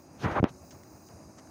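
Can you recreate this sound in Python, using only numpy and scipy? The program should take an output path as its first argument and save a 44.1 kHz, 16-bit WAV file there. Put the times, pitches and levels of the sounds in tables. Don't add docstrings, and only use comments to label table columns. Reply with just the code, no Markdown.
import sys
import numpy as np
from scipy import signal
from scipy.fft import rfft, irfft
from scipy.io import wavfile

SR = 44100
rng = np.random.default_rng(int(sys.argv[2]) if len(sys.argv) > 2 else 0)


def wrap_up_sound(samples):
    columns = np.atleast_2d(samples).T
    tamed = np.clip(columns, -1, 1)
    steps = np.round(tamed * 32767).astype(np.int16)
    wavfile.write(sys.argv[1], SR, steps)


N = 66150
T = np.arange(N) / SR


def amp(db):
    return 10 ** (np.asarray(db) / 20)


def unit(x):
    return x / np.sqrt(np.mean(x ** 2) + 1e-20)


def colour(points, hz):
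    f, db = np.transpose(points)
    return amp(np.interp(np.log(hz + 1), np.log(f + 1), db))


def noise(points):
    gain = colour(points, np.fft.rfftfreq(N, 1 / SR))
    return unit(irfft(rfft(rng.standard_normal(N)) * gain, N))


def band(hz, width_hz):
    f = np.fft.rfftfreq(N, 1 / SR)
    bell = np.exp(-2 * ((f - hz) / width_hz) ** 2)
    return unit(irfft(rfft(rng.standard_normal(N)) * bell, N))


def flutter(depth_db, rate_hz):
    return unit(amp(2 * depth_db * np.tanh(band(0, rate_hz) / 2)))


def ripple(x, depth_db, spacing_hz):
    hz = np.fft.rfftfreq(N, 1 / SR)
    heights = rng.standard_normal(len(hz))
    gain = amp(depth_db * np.interp(hz / spacing_hz, np.arange(len(hz)), heights))
    return unit(irfft(rfft(x) * gain, N))


def hum(fan_hz=52.5, wander=0.00301, compressor_hz=88):
    # multiple of the turning rate, level/dB
    fan_tones = [(3, -68), (4, -67.5), (5, -65), (6, -63.5), (7, -66), (8, -85), (11, -70), (12, -72.5),
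                 (13, -81), (15, -81), (20, -91), (21, -78)]
    turns = np.cumsum(fan_hz * (1 + wander * band(0, 8))) / SR
    fan = np.zeros(N)
    for multiple, db in fan_tones:
        tone = np.sin(2 * np.pi * (multiple * turns + rng.random()))
        fan += amp(db) * unit(tone * flutter(depth_db=4.5, rate_hz=13))
    drone = np.sin(2 * np.pi * compressor_hz * T + .5 * band(0, 6.6))
    return fan + amp(-65) * unit(drone)


def air():
    # f/Hz, relative level/dB
    rush = [(20, -28), (40, -10), (70, -6), (115, 0), (280, -3), (430, -9), (700, -7), (1100, -13.5),
            (1500, -19.5), (2000, -25.5), (2600, -24.5), (3200, -45), (16000, -54)]
    return amp(-54.5) * noise(rush) * flutter(depth_db=2, rate_hz=24)


def pipes():
    # f/Hz, width/Hz, level/dB
    resonances = [(3900, 200, -82.5), (4200, 123, -81), (4835, 79, -72.5), (6400, 490, -73),
                  (6650, 220, -76), (8540, 100, -82.5), (9050, 590, -76), (11600, 500, -83.5),
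                  (12500, 136, -87), (12600, 350, -83)]
    # f/Hz, relative level/dB
    hiss_colour = [(20, -61), (3300, -30), (4500, -7), (5100, 0.5), (6800, 3.5), (7200, -5), (9100, -12),
                   (10200, -13), (12900, -17), (13700, -26), (14500, -14), (16000, -12.5)]
    # t/s, gain/dB
    flow_curve = [(0, -4.5), (.17, -2.5), (.5, 0), (.8, 0), (1.1, 0.5), (1.25, -1), (1.5, 0)]
    # t/s, level/dB
    sizzle_curve = [(0, -66), (.07, -85), (.17, -80), (.5, -90), (.65, -70), (1.08, -69.5), (1.17, -83),
                    (1.5, -92)]
    ringing = sum(amp(db) * band(hz, width) for hz, width, db in resonances)
    hiss = amp(-64.5) * ripple(noise(hiss_colour), depth_db=2.9, spacing_hz=69.6)
    flow = amp(np.interp(T, *np.transpose(flow_curve))) * flutter(depth_db=0.9, rate_hz=22)
    sizzle = ripple(band(hz=15100, width_hz=700), depth_db=5, spacing_hz=50)
    sizzle_level = amp(np.interp(T, *np.transpose(sizzle_curve)))
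    return (ringing + hiss) * flow + sizzle * sizzle_level


def buffets(hz=84.2, width_s=0.017):
    # t/s, level/dB
    peaks = [(.55, -52), (.625, -49), (.76, -51.5), (.95, -52.5), (1.155, -51), (1.27, -51), (1.365, -60)]
    level = sum(amp(db) * np.exp(-((T - s) / width_s) ** 2 / 2) for s, db in peaks)
    return level * unit(np.sin(2 * np.pi * hz * T + 1.24 * band(0, 41)))


def scuffs():
    # t/s, rise/s, decay/s, fizz level/dB, body level/dB
    brushes = [(0.708, .001, 0.015, -51.5, -58), (0.8345, 0.00033, 0.0027, -56, -52),
               (1.088, .001, 0.0013, -50.5, -70), (1.387, 0.0046, 0.008, -51.5, -48),
               (1.473, 0.0017, .003, -65, -52)]
    # f/Hz, relative level/dB
    fizz_colour = [(20, -30), (1000, 3), (2500, 4), (4200, 2), (6500, 11.5), (8000, 0), (12000, -43),
                   (16000, -27)]
    # f/Hz, relative level/dB
    body_colour = [(20, -32), (300, -2), (650, 6), (1200, -2), (2000, -2.5), (2800, -30), (8000, -33),
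                   (16000, -66)]
    fizz, body, out = noise(fizz_colour), noise(body_colour), np.zeros(N)
    for s, rise, decay, fizz_db, body_db in brushes:
        envelope = np.exp(-np.maximum((s - T) / rise, (T - s) / decay))
        out += envelope * (amp(fizz_db) * fizz + amp(body_db) * body)
    return out * flutter(depth_db=1.5, rate_hz=420)


def slide():
    # t/s, rub level/dB, rumble level/dB, swish level/dB
    stroke = [(.17, -88, -89, -82), (.2, -53.5, -48.5, -57.5), (.23, -42.5, -49, -49),
              (.244, -30, -26, -48.5), (.263, -30.5, -35.5, -59), (.292, -35, -36, -91),
              (0.314, -35, -42, -54.5), (.35, -37.5, -46, -64), (.362, -30.5, -35, -71),
              (.399, -33, -48, -70), (.404, -65.5, -33, -83), (.442, -55, -56, -91),
              (.449, -34.5, -31, -92), (.474, -43, -69, -68), (.495, -49.5, -57, -55), (.52, -88, -70, -86)]
    # f/Hz, relative level/dB
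    rub = [(20, -55), (150, -1), (300, -1), (650, -1), (1000, -2.5), (1500, -5), (2200, -12), (3000, -21),
           (4200, -30.5), (6500, -58), (7600, -61), (16000, -66)]
    # f/Hz, relative level/dB
    rumble = [(20, -45), (55, -4), (95, 3), (160, -4.5), (300, -6.5), (500, -17), (2000, -61)]
    # f/Hz, relative level/dB
    swish = [(20, -23), (1000, -28), (2500, 3.5), (4200, 0), (6200, -2), (8000, -18), (12000, -18.5),
             (16000, -35)]
    times, *levels = np.transpose(stroke)
    rub_gain, rumble_gain, swish_gain = (amp(np.interp(T, times, db)) for db in levels)
    return rub_gain * noise(rub) + rumble_gain * noise(rumble) + swish_gain * noise(swish)


def gate(start_s, end_s, rise_s, fall_s):
    return (1 + np.tanh((T - start_s) / rise_s)) * (1 - np.tanh((T - end_s) / fall_s)) / 4


def gap():
    narrow = gate(start_s=.357, end_s=.396, rise_s=0.0061, fall_s=0.0061)
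    return amp(-26.5) * narrow * band(hz=744, width_hz=1000)


def port(sealed_db=-20.5):
    covered = gate(start_s=0.412, end_s=.484, rise_s=0.02, fall_s=0.0036)
    return amp(sealed_db * covered)


def cracks(size=2048):
    # t/s, peak level/dB, dull above f/Hz
    clicks = [(0.4277, -33, 2730), (.4416, -13.5, 20300)]
    # f/Hz, relative level/dB
    click_colour = [(20, -9), (500, 12), (1200, 14), (2000, -1), (2600, 3), (3500, -3), (4100, -16.5),
                    (5100, -8.5), (6500, -17), (8500, -35), (16000, -46)]
    hz, out = abs(np.fft.fftfreq(size, 1 / SR)), np.zeros(N)
    for s, db, dull_hz in clicks:
        log_gain = np.log(colour(click_colour, hz) / np.sqrt(1 + (hz / dull_hz) ** 8))
        spectrum = np.exp(np.conj(signal.hilbert(log_gain)))
        click = np.fft.ifft(spectrum).real
        click /= abs(click).max()
        out -= amp(db) * np.interp(T - s, np.arange(size) / SR, click, left=0, right=0)
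    return out


def pops():
    # t/s, gain/dB, f/Hz, decay/s, rise/s
    thumps = [(.2585, -15, 156, 0.0047, 0.00054), (0.314, -21.5, 79, .009, 0.0017),
              (0.3999, -9, 114, 0.0051, 0.0029), (0.4297, -6, 160, 0.002, 0.00045),
              (0.4407, 0, 256, 0.0022, 0.0015), (0.45, -30, 88, 0.0072, 0.0018),
              (.504, -36, 147, 0.0059, 0.0018)]
    # t/s, peak level/dB, width/s
    snaps = [(.4004, -24, 0.00041), (0.4298, -15.5, 0.00044), (0.4413, -30, 0.00042)]
    out = np.zeros(N)
    for s, db, hz, decay, rise in thumps:
        age = np.maximum(T - s, 0)
        envelope = (1 - np.exp(-age / rise)) * np.exp(-age / decay)
        out -= amp(db) * envelope * np.sin(2 * np.pi * hz * age)
    for s, db, width in snaps:
        offset = (T - s) / width
        out -= amp(db) * offset * np.exp((1 - offset ** 2) / 2)
    return out


def scene():
    conditioner = hum() + air() + pipes()
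    background = (conditioner + buffets()) * port()
    return (background + slide() + gap() + scuffs() + pops() + cracks())[None]


def record(dry, low_cut_hz=65.5, high_cut_hz=15900):
    low_cut = signal.butter(2, low_cut_hz, "high", fs=SR, output="sos")
    high_cut = signal.firwin(511, high_cut_hz, window=("kaiser", 9), fs=SR)
    return signal.oaconvolve(signal.sosfilt(low_cut, dry), high_cut[None], "same")


dry = scene()
out = record(dry)
wrap_up_sound(out)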